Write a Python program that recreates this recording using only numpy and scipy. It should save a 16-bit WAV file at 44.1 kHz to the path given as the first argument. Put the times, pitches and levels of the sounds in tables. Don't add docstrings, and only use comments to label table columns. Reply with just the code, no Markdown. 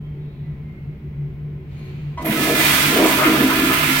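import sys
import numpy as np
from scipy import signal
from scipy.fft import rfft, irfft
from scipy.io import wavfile

SR = 44100
rng = np.random.default_rng(int(sys.argv[2]) if len(sys.argv) > 2 else 0)


def waveform_to_disk(signal):
    frames = np.transpose(np.atleast_2d(signal))
    scaled = np.clip(frames, -1, 1) * 32767
    samples = np.round(scaled).astype(np.int16)
    wavfile.write(sys.argv[1], SR, samples)


N = 176400
TIME, FREQS = np.arange(N) / SR, np.fft.rfftfreq(N, 1 / SR)


def undb(db):
    return 10 ** (np.asarray(db) / 20)

def unit(x):
    return x / np.sqrt(np.mean(x ** 2) + 1e-20)

def fader(table, column=1):
    rows = np.array(table)
    return undb(np.interp(TIME, rows[:, 0], rows[:, column], left=-200))

def equalise(x, curve, amount=1):
    hz, db = np.array(curve).T
    gain = undb(np.interp(np.log(FREQS + 1), np.log(hz), db))
    return irfft(rfft(x) * gain ** amount, N)

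def wander(rate_hz):
    return unit(irfft(rfft(rng.standard_normal(N)) * np.exp(-(FREQS / rate_hz) ** 2), N))

def wavering(hz, width_hz, purity=0):
    phase = 2 * np.pi * np.cumsum(hz * np.ones(N)) / SR
    drift = (wander(width_hz) * np.cos(phase) + wander(width_hz) * np.sin(phase)) / np.sqrt(2)
    return np.sqrt(purity) * np.cos(phase) + np.sqrt(1 - purity) * drift

def spread(pair, crossover_hz=850):
    share = 1 / (1 + (FREQS / crossover_hz) ** 4)
    mid, side = rfft(pair) * np.sqrt([1 + share, 1 - share])
    return irfft(np.array([mid + side, mid - side]), N) / 2


# frequency in Hz, EQ gain in dB.
AIR_EQ = [(25, -10), (42, -16), (58, 0), (80, -1), (110, -6.5), (190, -8), (260, -18), (330, -15.5),
          (400, -22.5), (520, -27), (800, -35), (1600, -40.5), (2200, -38), (3200, -47.5), (6500, -62.5),
          (9500, -64), (15000, -54.5)]
# pitch in Hz, width in Hz, level in dB.
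HUM_TONES = [(145.2, 8.9, -28), (215.4, 41, -45), (375.5, 9.9, -49), (434, 14, -54.5), (883, 4, -76),
             (1027, 4, -70), (2200, 4, -74.5)]

def ventilation(air_db=-36.5):
    air = unit(equalise(spread(rng.standard_normal((2, N))), AIR_EQ)) * undb(air_db)
    hum = sum(wavering(hz, width) * undb(db) for hz, width, db in HUM_TONES)
    fade_in = np.minimum(TIME / .01, 1)
    return fade_in * (air + hum)


# start in seconds, length in seconds,
# first pitch in Hz, final pitch in Hz, width in Hz, level in dB.
VALVE_WHISTLES = [(0, 0.14, 3150, 3180, 25, -64), (0.17, 0.43, 3400, 3780, 520, -66.5),
                  (0.41, .2, 2000, 2006, 66, -61), (0.627, 0.31, 2066, 2124, 48, -55),
                  (0.901, 1, 2100, 2043, 80, -67), (1.767, 0.37, 1045, 1048, 5.4, -57),
                  (1.759, 0.27, 2270, 2345, 90, -58.5), (1.763, 0.17, 4180, 4220, 78, -58),
                  (1.73, 0.37, 6470, 6550, 95, -70.5), (1.773, 0.17, 9900, 11600, 50, -68),
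                  (2.344, 0.22, 1300, 1270, 22, -28), (2.504, 0.5, 1370, 1385, 20, -30)]
# time in seconds, level in dB.
SEEP_FADER = [(1.6, -80), (1.71, -53), (1.79, -49.5), (1.93, -49.5), (2.15, -53.5), (2.3, -66)]
# frequency in Hz, EQ gain in dB.
SEEP_EQ = [(400, 10.5), (800, 1), (1500, -1.5), (2400, 3.5), (3600, -6.5), (4400, -5), (5400, -18),
           (6600, -17), (10000, -23), (14000, -18)]

def valve(settle_s=.028, pure_below_hz=60):
    out = unit(equalise(rng.standard_normal((2, N)), SEEP_EQ)) * fader(SEEP_FADER)
    for start, length, first_hz, final_hz, width, db in VALVE_WHISTLES:
        age = np.clip(TIME - start, 0, length)
        hz = final_hz + (first_hz - final_hz) * np.exp(-age / settle_s)
        purity = np.exp(-width / pure_below_hz)
        swell = np.sin(np.pi * np.sqrt(age / length))
        out += wavering(hz, width, purity) * swell * undb(db)
    return out


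def bubbles(start, length, hz, octaves, per_s=900, cycles=7.8, rise=0.26, scatter_db=3.5):
    out = np.full(N + SR, 1e-18)
    draws = np.random.default_rng(rng.integers(2 ** 31))
    for k in range(int(length * per_s)):
        pitch, size = draws.standard_normal(2)
        at = int((start + (k + draws.random()) / per_s) * SR)
        bubble_hz = hz * 2 ** (octaves * np.clip(pitch, -2, 2))
        life = np.linspace(0, 1, int(cycles * SR / bubble_hz))
        phase = 2 * np.pi * cycles * life * (1 + rise * life / 2)
        tone = np.sin(phase) * np.exp(-np.log(100) * life)
        out[at:at + len(life)] += tone * undb(scatter_db * size) * draws.choice([-1, 1])
    low_cut = signal.butter(4, min(210, 0.9 * hz), 'high', fs=SR, output='sos')
    return signal.sosfilt(low_cut, out[:N])


# resonance in Hz, width in Hz, gain in dB.
BOWL_MODES = [(211.6, 7.2, 9), (264.4, 9.1, 14), (312.7, 16, 12.5), (387.2, 8.4, 6), (461.7, 9.9, 6),
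              (655.6, 47, 9.5), (1002, 46, 4.5), (1245, 32, 5), (1373, 25, 4.5), (1730, 24, 7),
              (2053, 105, 2), (2397, 115, -1.5)]

def bowl(x):
    return x + sum(undb(db) * signal.lfilter(*signal.iirpeak(hz, hz / width, fs=SR), x + 1e-18)
                   for hz, width, db in BOWL_MODES)


# time in seconds, level in dB.
CHURN_FADER = [(2.17, -43.5), (2.27, -24.5), (2.55, -22), (2.74, -28.5), (2.9, -27.5), (3.1, -23.5),
               (3.35, -19.5), (3.5, -25.5), (3.75, -29), (4.0, -31.5)]

def churn():
    start = CHURN_FADER[0][0]
    cloud = bowl(bubbles(start, N / SR - start, hz=366, octaves=0.825))
    return cloud / np.std(cloud[TIME > start]) * fader(CHURN_FADER)


# pitch in Hz, seconds to fall 60 dB, level within the knock in dB.
TANK_MODES = [(665, .25, -9), (980, .55, 0.5), (1070, 0.32, -3), (1215, 0.18, -11.5), (2016, 0.18, -11)]

def knock(start=2.173, attack_s=0.0054, level_db=-25.5, rattle_decay_s=0.074, rattle_mix_db=-12.5):
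    age = np.maximum(TIME - start, 0)
    ring = sum(undb(db) * np.sin(2 * np.pi * hz * age) * np.exp(-np.log(1000) * age / t60)
               for hz, t60, db in TANK_MODES)
    high_cut = signal.butter(2, 2430, fs=SR, output='sos')
    dull_noise = unit(signal.sosfilt(high_cut, rng.standard_normal(N)))
    rattle = dull_noise * np.exp(-age / rattle_decay_s) * undb(rattle_mix_db)
    return (ring + rattle) * np.minimum(age / attack_s, 1) * undb(level_db)


def drops(per_s=16000, scatter_db=2.5):
    hits = (rng.random((2, N)) < per_s / SR) * rng.standard_normal((2, N))
    return hits * undb(scatter_db * rng.standard_normal((2, N)))

def flicker(x, rate_hz=29, depth_db=0.36):
    band = 2 * np.log2(np.clip(FREQS, 500, 8000) / 500)
    spectrum = rfft(x)
    slices = (irfft(spectrum * np.maximum(1 - np.abs(band - k), 0), N) for k in range(9))
    return sum(part * undb(depth_db * wander(rate_hz)) for part in slices)


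# frequency in Hz, left minus right in dB before each side's amount.
JET_PAN = [(700, -2.5), (1300, -5.5), (2300, -10), (3400, -9), (5200, 0), (7000, 2), (8400, -6.5),
           (10000, -0.5), (15000, -1.5)]

def lean_right(pair):
    return np.array([equalise(pair[0], JET_PAN, amount=0.065), equalise(pair[1], JET_PAN, amount=-0.74)])


# time in seconds, rush level in dB, spray level in dB.
JET_FADERS = [(2.19, -70, -83), (2.228, -58, -38), (2.244, -54, -59), (2.255, -28, -41), (2.32, -28, -34.5),
              (2.43, -23, -27.5), (2.55, -27, -28.5), (2.6, -19.5, -24), (2.68, -19, -22.5),
              (2.82, -21, -22.5), (2.92, -23.5, -26.5), (3.01, -24, -29.5), (3.09, -22, -25),
              (3.16, -22.5, -28), (3.25, -26, -30), (3.52, -24, -30.5), (3.73, -22, -28.5),
              (3.86, -22.5, -27), (4.0, -23, -25.5)]
# frequency in Hz, EQ gain in dB.
RUSH_EQ = [(250, -18), (600, -13), (850, -1), (1200, 0), (1600, 1.5), (2300, -0.5), (3200, -0.5),
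           (4400, -6.5), (6500, -17.5), (16000, 1)]
SPRAY_EQ = [(2000, -8.5), (4500, 2.5), (6500, 1.5), (8500, 0.5), (12500, 3), (15800, -5)]

def jet(rush_surge_db=2.39, spray_surge_db=0.96):
    drumming = bowl(equalise(spread(drops()), RUSH_EQ))
    rush = lean_right(unit(flicker(drumming))) * undb(rush_surge_db * wander(rate_hz=47))
    fizz = equalise(drops(), SPRAY_EQ)
    spray = lean_right(unit(fizz)) * undb(spray_surge_db * wander(rate_hz=58))
    return rush * fader(JET_FADERS, column=1) + spray * fader(JET_FADERS, column=2)


# frequency in Hz, EQ gain in dB.
SPIT_EQ = [(1200, -28), (2100, 13.5), (3500, -43), (7000, -26), (9500, -7), (11500, 9), (15500, -9)]

def spit(start=2.242, attack_s=0.022, decay_s=0.068, level_db=-25):
    age = np.maximum(TIME - start, 0)
    envelope = np.minimum(age / attack_s, 1) * np.exp(-age / decay_s)
    return lean_right(unit(equalise(drops(), SPIT_EQ))) * envelope * undb(level_db)


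# start in seconds, length in seconds, bubble pitch in Hz, level in dB.
DRAIN_GULPS = [(2.246, 0.061, 297, -31), (2.28, 0.02, 158, -19), (2.391, 0.034, 306, -21),
               (2.468, 0.051, 417, -21), (2.647, 0.023, 300, -27), (2.859, 0.043, 220, -21),
               (2.915, 0.059, 325, -20), (2.958, 0.075, 464, -16), (2.974, 0.083, 324, -17),
               (2.982, 0.12, 894, -23.5), (3.187, 0.049, 1185, -18.5), (3.228, 0.02, 1830, -17.5),
               (3.252, 0.049, 315, -16), (3.402, 0.05, 280, -13), (3.488, 0.018, 1210, -19.5),
               (3.56, .14, 271, -19.5), (3.692, 0.015, 1146, -19), (3.872, 0.06, 286, -22)]

def gulps(attack_s=0.0057, release_s=0.022):
    out = np.zeros(N)
    for start, length, hz, db in DRAIN_GULPS:
        age = TIME - start
        envelope = np.clip(age / attack_s, 0, 1) * np.exp(-np.maximum(age - length, 0) / release_s)
        burst = bowl(bubbles(start, length + 2 * release_s, hz, octaves=0.27) * envelope)
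        out += unit(burst) * np.sqrt(length * SR / N) * undb(db)
    return out


def room(x, t60_s=0.79, mid_db=-1, low_hz=810, high_hz=4970, spacing_m=0.095, left_lead_s=.00008):
    tail_time, hz = TIME[:SR // 2], np.fft.rfftfreq(2 * N, 1 / SR)
    decay = undb(-60 * tail_time / t60_s)
    likeness = np.sinc(2 * hz * spacing_m / 343)
    width = np.sqrt((1 - likeness) / (1 + likeness) / (1 + (hz / high_hz) ** 2))
    band = signal.butter(2, [low_hz, high_hz], 'band', fs=SR, output='sos')
    direct = rfft(x, 2 * N) * np.exp(-2j * np.pi * np.outer([0, left_lead_s], hz))
    out = irfft(direct)[:, :N]
    place = np.linspace(0, 3, N)
    for spot in range(4):
        common, apart = unit(rng.standard_normal((2, len(decay))) * decay) / np.sqrt(len(decay))
        mid = undb(mid_db) * rfft(signal.sosfilt(band, common), 2 * N)
        side = width * rfft(apart, 2 * N)
        nearness = np.cos(np.pi / 2 * np.minimum(np.abs(place - spot), 1))
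        out += nearness * irfft(direct * np.array([mid + side, mid - side]))[:, :N]
    return out

def scene():
    water = jet() + spit() + churn() + gulps()
    return room(water + knock() + valve() + ventilation())

def record(dry):
    high_cut = signal.ellip(10, .2, 70, 16050, fs=SR, output='sos')
    return np.clip(signal.sosfilt(high_cut, dry), -1, 1)


dry = scene()
out = record(dry)
waveform_to_disk(out)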